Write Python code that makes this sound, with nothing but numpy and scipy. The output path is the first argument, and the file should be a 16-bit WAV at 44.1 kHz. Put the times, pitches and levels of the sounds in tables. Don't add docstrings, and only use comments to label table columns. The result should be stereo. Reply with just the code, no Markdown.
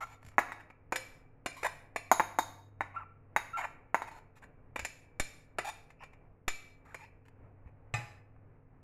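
import sys
import numpy as np
from scipy import signal
from scipy.fft import rfft, irfft
from scipy.io import wavfile
from scipy.ndimage import uniform_filter1d

SR = 44100
rng = np.random.default_rng(int(sys.argv[2]) if len(sys.argv) > 2 else 0)


def digitize_waveform(pressure):
    field = np.atleast_2d(pressure).T
    bounded = np.clip(field, -1, 1)
    quanta = np.round(bounded * 32767).astype(np.int16)
    wavfile.write(sys.argv[1], SR, quanta)


N = 389401
TIME = np.arange(N) / SR


def undb(db):
    return 10 ** (np.asarray(db) / 20)


def rms(x):
    return np.sqrt(np.mean(x ** 2) + 1e-20)


def read(points, hz):
    f, v = np.transpose(points)
    return np.interp(np.log(np.maximum(hz, 1)), np.log(f), v)


def colour(x, points, size=4096):
    log_gain = np.log(undb(read(points, np.fft.rfftfreq(size, 1 / SR))))
    cepstrum = irfft(log_gain)
    cepstrum[1:size // 2] *= 2
    cepstrum[size // 2 + 1:] = 0
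    response = irfft(np.exp(rfft(cepstrum)))
    return signal.fftconvolve(x, response[None], axes=-1)[:, :x.shape[-1]]


def band(x, lo, hi, order=4):
    sos = signal.butter(order, [lo, min(hi, .49 * SR)], "band", fs=SR, output="sos")
    return signal.sosfilt(sos, x)


def fade(t, t60):
    return undb(-60 * t / t60)


def walk(rate, count):
    hold = max(int(SR / rate), 1)
    steps = np.repeat(rng.standard_normal(count // hold + 1), hold)
    return uniform_filter1d(steps, hold)[:count] * np.sqrt(3 / 2)


def add(out, s, x):
    i = max(int(s * SR), 0)
    out[:, i:i + x.shape[1]] += x[:, :N - i]


# (f/Hz, level/dB)
FAN_AIR = [(20, 1.5), (45, -4), (75, -6.5), (105, -7.5), (135, -6.5), (200, -14.5), (270, -16.5),
           (500, -17), (800, -21), (1400, -28.5), (2400, -35), (3200, -49.5), (5000, -54.5), (16000, -55.5)]
# (mean f/Hz, mean level/dB)
FAN_TONES = [(146, -72), (267, -74.5), (443, -78.5), (492, -80)]
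# (t/s of the crest, rise above rest level/dB)
HUM_SWELLS = [(0, 2.5), (2.8, 9.5), (7.9, 7.5)]
AIR_DB = -59.5
HUM_DB, HUM_SWELL_S = -66.5, 0.61


def fan(hum_hz=100, side=0.46, flutter_db=1.54):
    left_right = np.array([[1], [-1]])
    air = colour(rng.standard_normal(N) + side * rng.standard_normal(N) * left_right, FAN_AIR)
    air *= undb(AIR_DB + flutter_db * walk(10, N)) / rms(air)
    hum_db = HUM_DB + sum(rise_db * np.exp(-((TIME - s) / HUM_SWELL_S) ** 2) for s, rise_db in HUM_SWELLS)
    for hz, db in [(hum_hz, hum_db)] + list(FAN_TONES):
        phase = 2 * np.pi * np.cumsum(hz + 4.1 * walk(12, N)) / SR
        air += np.sqrt(2) * undb(db + walk(7.3, N)) * np.sin(phase)
    return air


# (f/Hz, level/dB)
KITCHEN_COLOUR = [(100, -9), (400, -0.5), (900, -2), (2000, 0.5), (4000, 5), (7000, 5), (12500, 1),
                  (14000, -3), (16000, -7.5)]
# (f/Hz, 60 dB decay/s)
KITCHEN_T60 = [(150, 0.99), (800, 0.6), (2500, 0.59), (7000, 0.5), (12000, 0.76), (16000, .4)]


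def kitchen(x, wet_db=-11.0, early_db=-13, early_t60=0.09, likeness=0.74):
    t = np.arange(SR) / SR
    noise = rng.standard_normal((2, SR)) + likeness * rng.standard_normal(SR)
    tail = 0
    for lo in 80 * 2. ** np.arange(8):
        tail = tail + band(noise, lo, 2 * lo, order=3) * fade(t, read(KITCHEN_T60, lo * np.sqrt(2)))
    tail *= np.clip(t / 0.0057, 0, 1)
    sparse = rng.standard_normal((2, SR)) * (rng.random(SR) < .03)
    early = sparse * fade(t, early_t60) * (t > .005)
    response = 0
    for db, part in ((wet_db, tail), (early_db, early)):
        response = response + undb(db) * part / np.sqrt(np.sum(part ** 2) / 2)
    return signal.fftconvolve(x, colour(response, KITCHEN_COLOUR), axes=-1)[:, :N]


# (t/s, left level/dB, right level/dB, decay constant/s)
JOLTS = [(5.2017, -17, -25, .024), (6.478, -39.5, -22.5, 0.046)]


def jolts(rise=0.00075):
    out = np.zeros((2, N))
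    t = np.arange(SR // 2) / SR
    for s, left_db, right_db, decay in JOLTS:
        push_pull = np.array([[undb(left_db)], [-undb(right_db)]])
        add(out, s, push_pull * np.exp(-t / decay) * (1 - np.exp(-t / rise)))
    return out


# (t/s, f/Hz, starting level/dB)
THUDS = [(0.248, 105, -43.5), (0.274, 76, -42), (.924, 518, -41.5), (4.791, 84, -41.5), (4.823, 70, -36),
         (7.66, 73, -36.5), (7.94, 118, -26), (7.985, 122.8, -33.5)]
# (f/Hz, 60 dB decay/s)
THUD_T60 = [(70, 0.091), (120, 0.2), (525, 0.39)]
JOLT_KNOCK_HZ, JOLT_KNOCK_DB, JOLT_KNOCK_T60_S = 318, -31.5, 0.011


def thuds():
    out = np.zeros((2, N))
    t = np.arange(SR // 2) / SR
    swings = [(s, hz, db, read(THUD_T60, hz)) for s, hz, db in THUDS]
    swings += [(s, JOLT_KNOCK_HZ, JOLT_KNOCK_DB, JOLT_KNOCK_T60_S) for s, *_ in JOLTS]
    for s, hz, db, t60 in swings:
        add(out, s, undb(db) * np.sin(2 * np.pi * hz * t) * fade(t, t60) * np.ones((2, 1)))
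    return out


# (low f/Hz, high f/Hz)
BAND_EDGES = [(300, 1400), (1400, 3000), (3000, 15000)]
# end of body, both ends of middle, start of treble (f/Hz)
BAND_KNEES = [1200, 1650, 2700, 3400]


def voiced(x, length, body_db, mid_rel_db, treble_rel_db):
    head = x[:, :int(length * SR)]
    targets = (body_db, body_db + mid_rel_db, body_db + treble_rel_db)
    body, mid, treble = [db - 20 * np.log10(rms(band(head, *edges))) for db, edges in zip(targets, BAND_EDGES)]
    return colour(x, list(zip(BAND_KNEES, (body, mid, mid, treble))))


def blow(modes, crack, ring_db, crack_db, scatter_db, scatter_t60, ring_from_hz=3000,
         vary_db=2, detune=0.011, split=0.0046, twin=0.75):
    t = np.arange(SR // 2) / SR
    scatter = rng.standard_normal((2, len(t))) + rng.standard_normal(len(t))
    scatter *= fade(t, scatter_t60) * (1 - fade(t, 0.016))
    push = undb(scatter_db) * scatter / np.sqrt(np.sum(scatter ** 2) / 2)
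    push[:, 0] += 1
    out = undb(crack_db) * colour(push, crack)
    for hz, db, t60 in modes:
        size, shift, skew, gap = rng.standard_normal(4)
        life = t[t < 2 * t60]
        moved_hz = hz * (1 + detune * shift * min(1, 0.018 / t60))
        phase = 2 * np.pi * moved_hz * life + (hz > 3000) * skew * np.array([[1], [-1]])
        pair = np.cos(phase) + twin * np.cos(phase * (1 + split * gap))
        strength = undb(db + vary_db * size + ring_db * (hz > ring_from_hz)) / np.sqrt(2)
        out[:, :len(life)] += strength * pair * fade(life, t60) * (1 - fade(life, 0.0013))
    return -out


def placed(x, lag_ms):
    shift = int(abs(lag_ms) * SR / 1000)
    return np.array([np.roll(x[0], shift * int(lag_ms >= 0)), np.roll(x[1], shift * int(lag_ms < 0))])


def stroke(t, length, edge):
    return np.clip(t / edge, 0, 1) * np.clip((length - t) / edge + 1 / 2, 0, 1)


# (f/Hz, relative level/dB, 60 dB decay/s)
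TIP_MODES = [(526, -14.5, 0.1), (830, 1.5, 0.01), (1300, -6.5, 0.023), (1750, -1.5, .03),
             (1900, -10, 0.021), (2500, -9.5, 0.019), (2315, -17, .65), (2385, -16, .35),
             (3640, -10.5, 0.12), (4170, -20, 0.27), (5140, -15, 0.052), (5400, -20.5, 0.052),
             (6850, -16, .12), (7270, -8, 0.047), (6870, -11, 0.06), (9290, -12.5, 0.11),
             (11500, -12.5, 0.031), (12560, -16, .04)]
# (f/Hz, relative level/dB)
DRAG_COLOUR = [(100, -44), (420, -16), (650, 4), (900, 7.5), (1400, -2), (2400, -1.5), (3200, -14),
               (5200, -25.5), (7300, -18.5), (9000, -24.5), (12000, -20.5), (15500, -36.5)]


def drags(table, spread_db, chatter_db, grit, ring_db, smear_t60):
    out = np.zeros((2, N))
    t = np.arange(SR // 3) / SR
    for start, end, body_db, mid_db, treble_db, slip_hz, uneven in table:
        length = max(end - start, .01)
        cycles = np.cumsum(slip_hz * np.exp(uneven * walk(500, len(t)))) / SR
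        sizes = undb(spread_db * np.clip(rng.standard_normal(len(t)), -2, 2))
        slips = np.diff(np.floor(cycles), prepend=0) * sizes
        pressure = stroke(t, length, 0.0015) * undb(chatter_db * walk(100, len(t)))
        force = (slips + grit * uneven * rng.standard_normal(len(t))) * pressure
        body = blow(TIP_MODES, DRAG_COLOUR, ring_db, crack_db=41.5, scatter_db=1, scatter_t60=smear_t60)
        x = signal.fftconvolve(force[None], body, axes=-1)[:, :len(t)]
        add(out, start, voiced(x, length, body_db, mid_db, treble_db))
    return out


# (start t/s, end t/s, body level/dB, treble level re body/dB)
FRUIT_SLIDES = [(0.198, 0.238, -66.5, -7), (0.234, 0.29, -67, 5), (0.311, 0.37, -70.5, -7),
                (7.251, 7.291, -68.5, -2), (7.65, 7.7, -70, -10), (8.349, 8.368, -68.5, -26.5)]
FRUIT_SLIP_HZ, FRUIT_UNEVEN, FRUIT_MID_DB, FRUIT_MID_PER_TREBLE = 172.2, 1, 1.5, 0.38


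def fruit():
    slides = []
    for start, end, body_db, treble_db in FRUIT_SLIDES:
        mid_db = FRUIT_MID_DB + FRUIT_MID_PER_TREBLE * treble_db
        slides.append((start, end, body_db, mid_db, treble_db, FRUIT_SLIP_HZ, FRUIT_UNEVEN))
    return drags(slides, spread_db=5.0, chatter_db=4.0, grit=0.02018, ring_db=-20.5, smear_t60=0.01)


# (start t/s, end t/s, mean f/Hz, level/dB)
SQUEAKS = [(.005, 0.046, 1367, -42), (2.959, 2.982, 1369, -36.5), (2.982, 3.027, 1397, -54),
           (3.531, 3.577, 1371, -37.5), (3.583, 3.65, 1393, -52), (5.99, 6.03, 2725, -61),
           (6.858, 6.93, 1740, -64.5), (7.0, 7.067, 2330, -62)]
FIRM_SQUEAK_DB, SQUEAK_ROUGH, SQUEAK_ROUGH_PER_DB = -37, 0.13, 0.0271


def squeaks(second_db=-19, waver=0.015, rasp=0.12):
    out = np.zeros((2, N))
    t = np.arange(SR // 8) / SR
    for start, end, hz, db in SQUEAKS:
        rough = SQUEAK_ROUGH + SQUEAK_ROUGH_PER_DB * max(FIRM_SQUEAK_DB - db, 0)
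        pitch = hz * (1 + waver * walk(88.5, len(t)) + rasp * rough * walk(700, len(t)))
        phase = 2 * np.pi * np.cumsum(pitch) / SR
        tone = np.sin(phase) + undb(second_db) * np.sin(2 * phase)
        tone *= np.sqrt(2) * undb(db) * stroke(t, end - start, .008) * (1 + rough * walk(400, len(t)))
        add(out, start, np.array([tone, tone]))
    return out


# (start t/s, end t/s, body level/dB, treble level re body/dB,
# central slip rate f/Hz, unevenness 0-1)
SCRAPES = [(0.005, 0.04, -45, -9, 869, 0.27), (0.065, 0.149, -59.5, -6.5, 833, 0.25),
           (0.597, 0.614, -59, -10, 960, 0.61), (1.564, 1.626, -54, -4.5, 1097, 0.1),
           (1.643, 1.668, -31, -11, 860, 0.29), (2.94, 3.037, -52, -24, 1074, 0.12),
           (3.569, 3.614, -38, -14, 866, .3), (3.613, 3.657, -39, -21, 1106, .3),
           (4.069, 4.09, -45, -16.5, 875, 0.06), (4.111, 4.191, -55.5, -10.5, 728, 0.12),
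           (4.355, 4.388, -68, 0, 778, .5), (4.42, 4.445, -59.5, -8, 892, 0.56),
           (5.645, 5.702, -39, -6.5, 856.4, 0.1), (6.005, 6.037, -51.5, -24.5, 870, 0.12),
           (6.85, 6.943, -63.5, -10, 898, 0.21), (6.988, 7.049, -54.5, -14.5, 955, 0.17)]
SCRAPE_MID_DB, SCRAPE_RASP_DB = -10, 25.5


def scrapes():
    strokes = []
    for start, end, body_db, treble_db, slip_hz, uneven in SCRAPES:
        mid_db = SCRAPE_MID_DB + SCRAPE_RASP_DB * uneven
        strokes.append((start, end, body_db, mid_db, treble_db, slip_hz, uneven))
    return drags(strokes, spread_db=2, chatter_db=2.0, grit=0.38, ring_db=0, smear_t60=0.0078)


# (f/Hz, relative level/dB, 60 dB decay/s)
PAN_MODES = [(740, -12, .1), (832, -12, .35), (1200, -3, .12), (1330, -9, .07), (1540, -6, .1),
             (1740, -3, .1), (2020, -1, .09), (2440, -7, .22), (2540, -8, .2), (3645, -17, .11),
             (3955, -19, .11), (4220, -20, .1), (5020, -18, .11), (5950, -22, .09), (6360, -21, .07),
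             (7210, -16, .06), (7350, -17, .07), (7560, -17, .06), (7780, -18, .06), (8000, -18, .06),
             (8300, -20, .06)]
# (f/Hz, relative level/dB)
TIP_CRACK = [(60, -16.5), (200, -13.5), (400, -7), (750, 3.5), (1400, -3.5), (2400, 2.5), (3100, -9.5),
             (5200, -22), (7300, -15.5), (8600, -24.5), (12000, -21), (15500, -37)]
BUMP_S, BUMP_DB = 7.9397, (-33, 4.5, -6)
BUMP_NOTE_HZ, BUMP_LAG_MS, BUMP_RING_DB = 1805, 0.35, 0.5


def bump():
    out = np.zeros((2, N))
    modes = list(PAN_MODES) + [(BUMP_NOTE_HZ, 4, .064)]
    x = blow(modes, TIP_CRACK, BUMP_RING_DB, crack_db=11, scatter_db=17.5, scatter_t60=0.45)
    add(out, BUMP_S, placed(voiced(x, 0.024, *BUMP_DB), BUMP_LAG_MS))
    return out


MEDIUM_BLOW_DB = -35
# (t/s, body level/dB, treble level re body/dB, lag/ms: left late if positive)
CLINKS = [(0.7014, -59, -13, 0.052), (0.9225, -31.5, -11.5, -0.2), (0.9588, -43, 6.5, -0.066),
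          (1.4603, -36.5, -4.5, 0.28), (1.6309, -40, -7, 0.2), (1.9606, -36, -7, 0.16),
          (4.7597, -40.5, -7, -0.1), (4.7931, -46, -0.3, -0.021), (4.849, -45, 4, -0.027),
          (5.1978, -39, 4.5, -0.14), (5.585, -33, -9.5, .27), (5.9036, -63.5, -5, -0.075),
          (6.0359, -55.5, -7, 0.066), (6.1332, -66.5, -7.5, 0.012), (6.4804, -38.5, 4.5, -0.1),
          (6.9448, -49, -4.5, 0.092)]
TIP_NOTE_HZ = 2338
TIP_RING_DB, TIP_RING_SLOPE = 0.5, 0.2
TIP_MID_DB, TIP_MID_PER_TREBLE = 5, .4


def clinks():
    out = np.zeros((2, N))
    modes = list(TIP_MODES) + [(TIP_NOTE_HZ, -2, .05)]
    for s, body_db, treble_db, lag_ms in CLINKS:
        ring_db = TIP_RING_DB + TIP_RING_SLOPE * (body_db - MEDIUM_BLOW_DB)
        mid_db = TIP_MID_DB + TIP_MID_PER_TREBLE * treble_db
        x = blow(modes, TIP_CRACK, ring_db, crack_db=28, scatter_db=10, scatter_t60=0.03, ring_from_hz=2200)
        add(out, s, placed(voiced(x, 0.028, body_db, mid_db, treble_db), lag_ms))
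    return out


# (t/s, body level/dB, middle level re body/dB, treble level re body/dB)
KNOCKS = [(0.3823, -23.5, -2, -21.5), (0.3906, -30, -3.5, -11.5), (0.5202, -47.5, 4, -5.5),
          (2.1154, -19.5, -10.5, -8.5), (2.1972, -28, -2.5, -14), (2.2027, -27.5, -8.5, -25.5),
          (2.3874, -24.5, -12, -9), (2.808, -33, -2, -20), (3.3631, -27.5, -0.3, -10.5),
          (3.945, -26.5, -4, -17.5), (4.0198, -38.5, -6, -13)]
# (f/Hz, relative level/dB, 60 dB decay/s)
RIM_MODES = [(351, -20, 0.034), (624, -19, .02), (912, 4.5, 0.044), (1010, 6.5, 0.0073), (1107, -13, .05),
             (1360, -14.5, 0.044), (1670, -4, 0.034), (1900, -13.5, .05), (2170, -26, 0.036),
             (2400, -17, .02), (3745, -28, .3), (3790, -19, .09), (3700, -24, .12), (6516, -19, .1),
             (6580, -8, 0.015), (6860, -31, .3), (6800, -26.5, 0.13), (7000, -27, .1), (7186, -25, 0.18),
             (10180, -28, 0.19), (10686, -26, 0.12), (12040, -14, 0.065)]
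# (f/Hz, relative level/dB)
RIM_CRACK = [(60, -24), (200, -11.5), (480, -8), (850, 9.5), (1300, -2.5), (2200, -6), (3100, -25.5),
             (5000, -35), (7000, -32.5), (8800, -29.5), (12000, -35.5), (15500, -35)]
RIM_NOTE_HZ, RIM_LAG_MS = 1840, .12
RIM_RING_DB, RIM_RING_SLOPE = -10.5, .85


def knocks():
    out = np.zeros((2, N))
    modes = list(RIM_MODES) + [(RIM_NOTE_HZ, -11.5, .03)]
    for s, body_db, mid_db, treble_db in KNOCKS:
        ring_db = RIM_RING_DB + RIM_RING_SLOPE * (body_db - MEDIUM_BLOW_DB)
        x = blow(modes, RIM_CRACK, ring_db, crack_db=36.5, scatter_db=1.0, scatter_t60=0.039, ring_from_hz=5000)
        add(out, s, placed(voiced(x, 0.028, body_db, mid_db, treble_db), RIM_LAG_MS))
    return out


# (f/Hz, level/dB)
LEFT_PORT = [(100, -2.5), (300, -1.5), (700, -1.5), (1200, -1.5), (2200, 1), (3200, -6), (5000, 3),
             (7000, 2), (8800, -0.5), (10500, -9.5), (12500, -12.5)]
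# (f/Hz, level/dB)
RIGHT_PORT = [(100, -2.5), (300, 5), (700, -2), (1200, 2.5), (2200, -1), (3200, -5), (5000, 1), (7000, -7),
              (8800, -3), (10500, 4.5), (12500, -2)]


def scene():
    near = thuds() + fruit() + squeaks() + scrapes() + bump() + clinks() + knocks()
    heard = near + kitchen(near)
    ports = np.vstack([colour(heard[:1], LEFT_PORT), colour(heard[1:], RIGHT_PORT)])
    return fan() + jolts() + ports


def record(dry, gate_db=-76, split_hz=3000, top_hz=16000):
    low = signal.sosfiltfilt(signal.butter(8, split_hz, fs=SR, output="sos"), dry)
    treble = dry - low
    treble_power = np.maximum(uniform_filter1d(np.mean(treble ** 2, axis=0), size=1024), 0)
    power = treble_power / undb(gate_db) ** 2
    opening = .25 + .75 * power ** 2 / (1 + power ** 2)
    top_cut = signal.ellip(8, .2, 70, top_hz, fs=SR, output="sos")
    return signal.sosfilt(top_cut, low + opening * treble)


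dry = scene()
out = record(dry)
digitize_waveform(out)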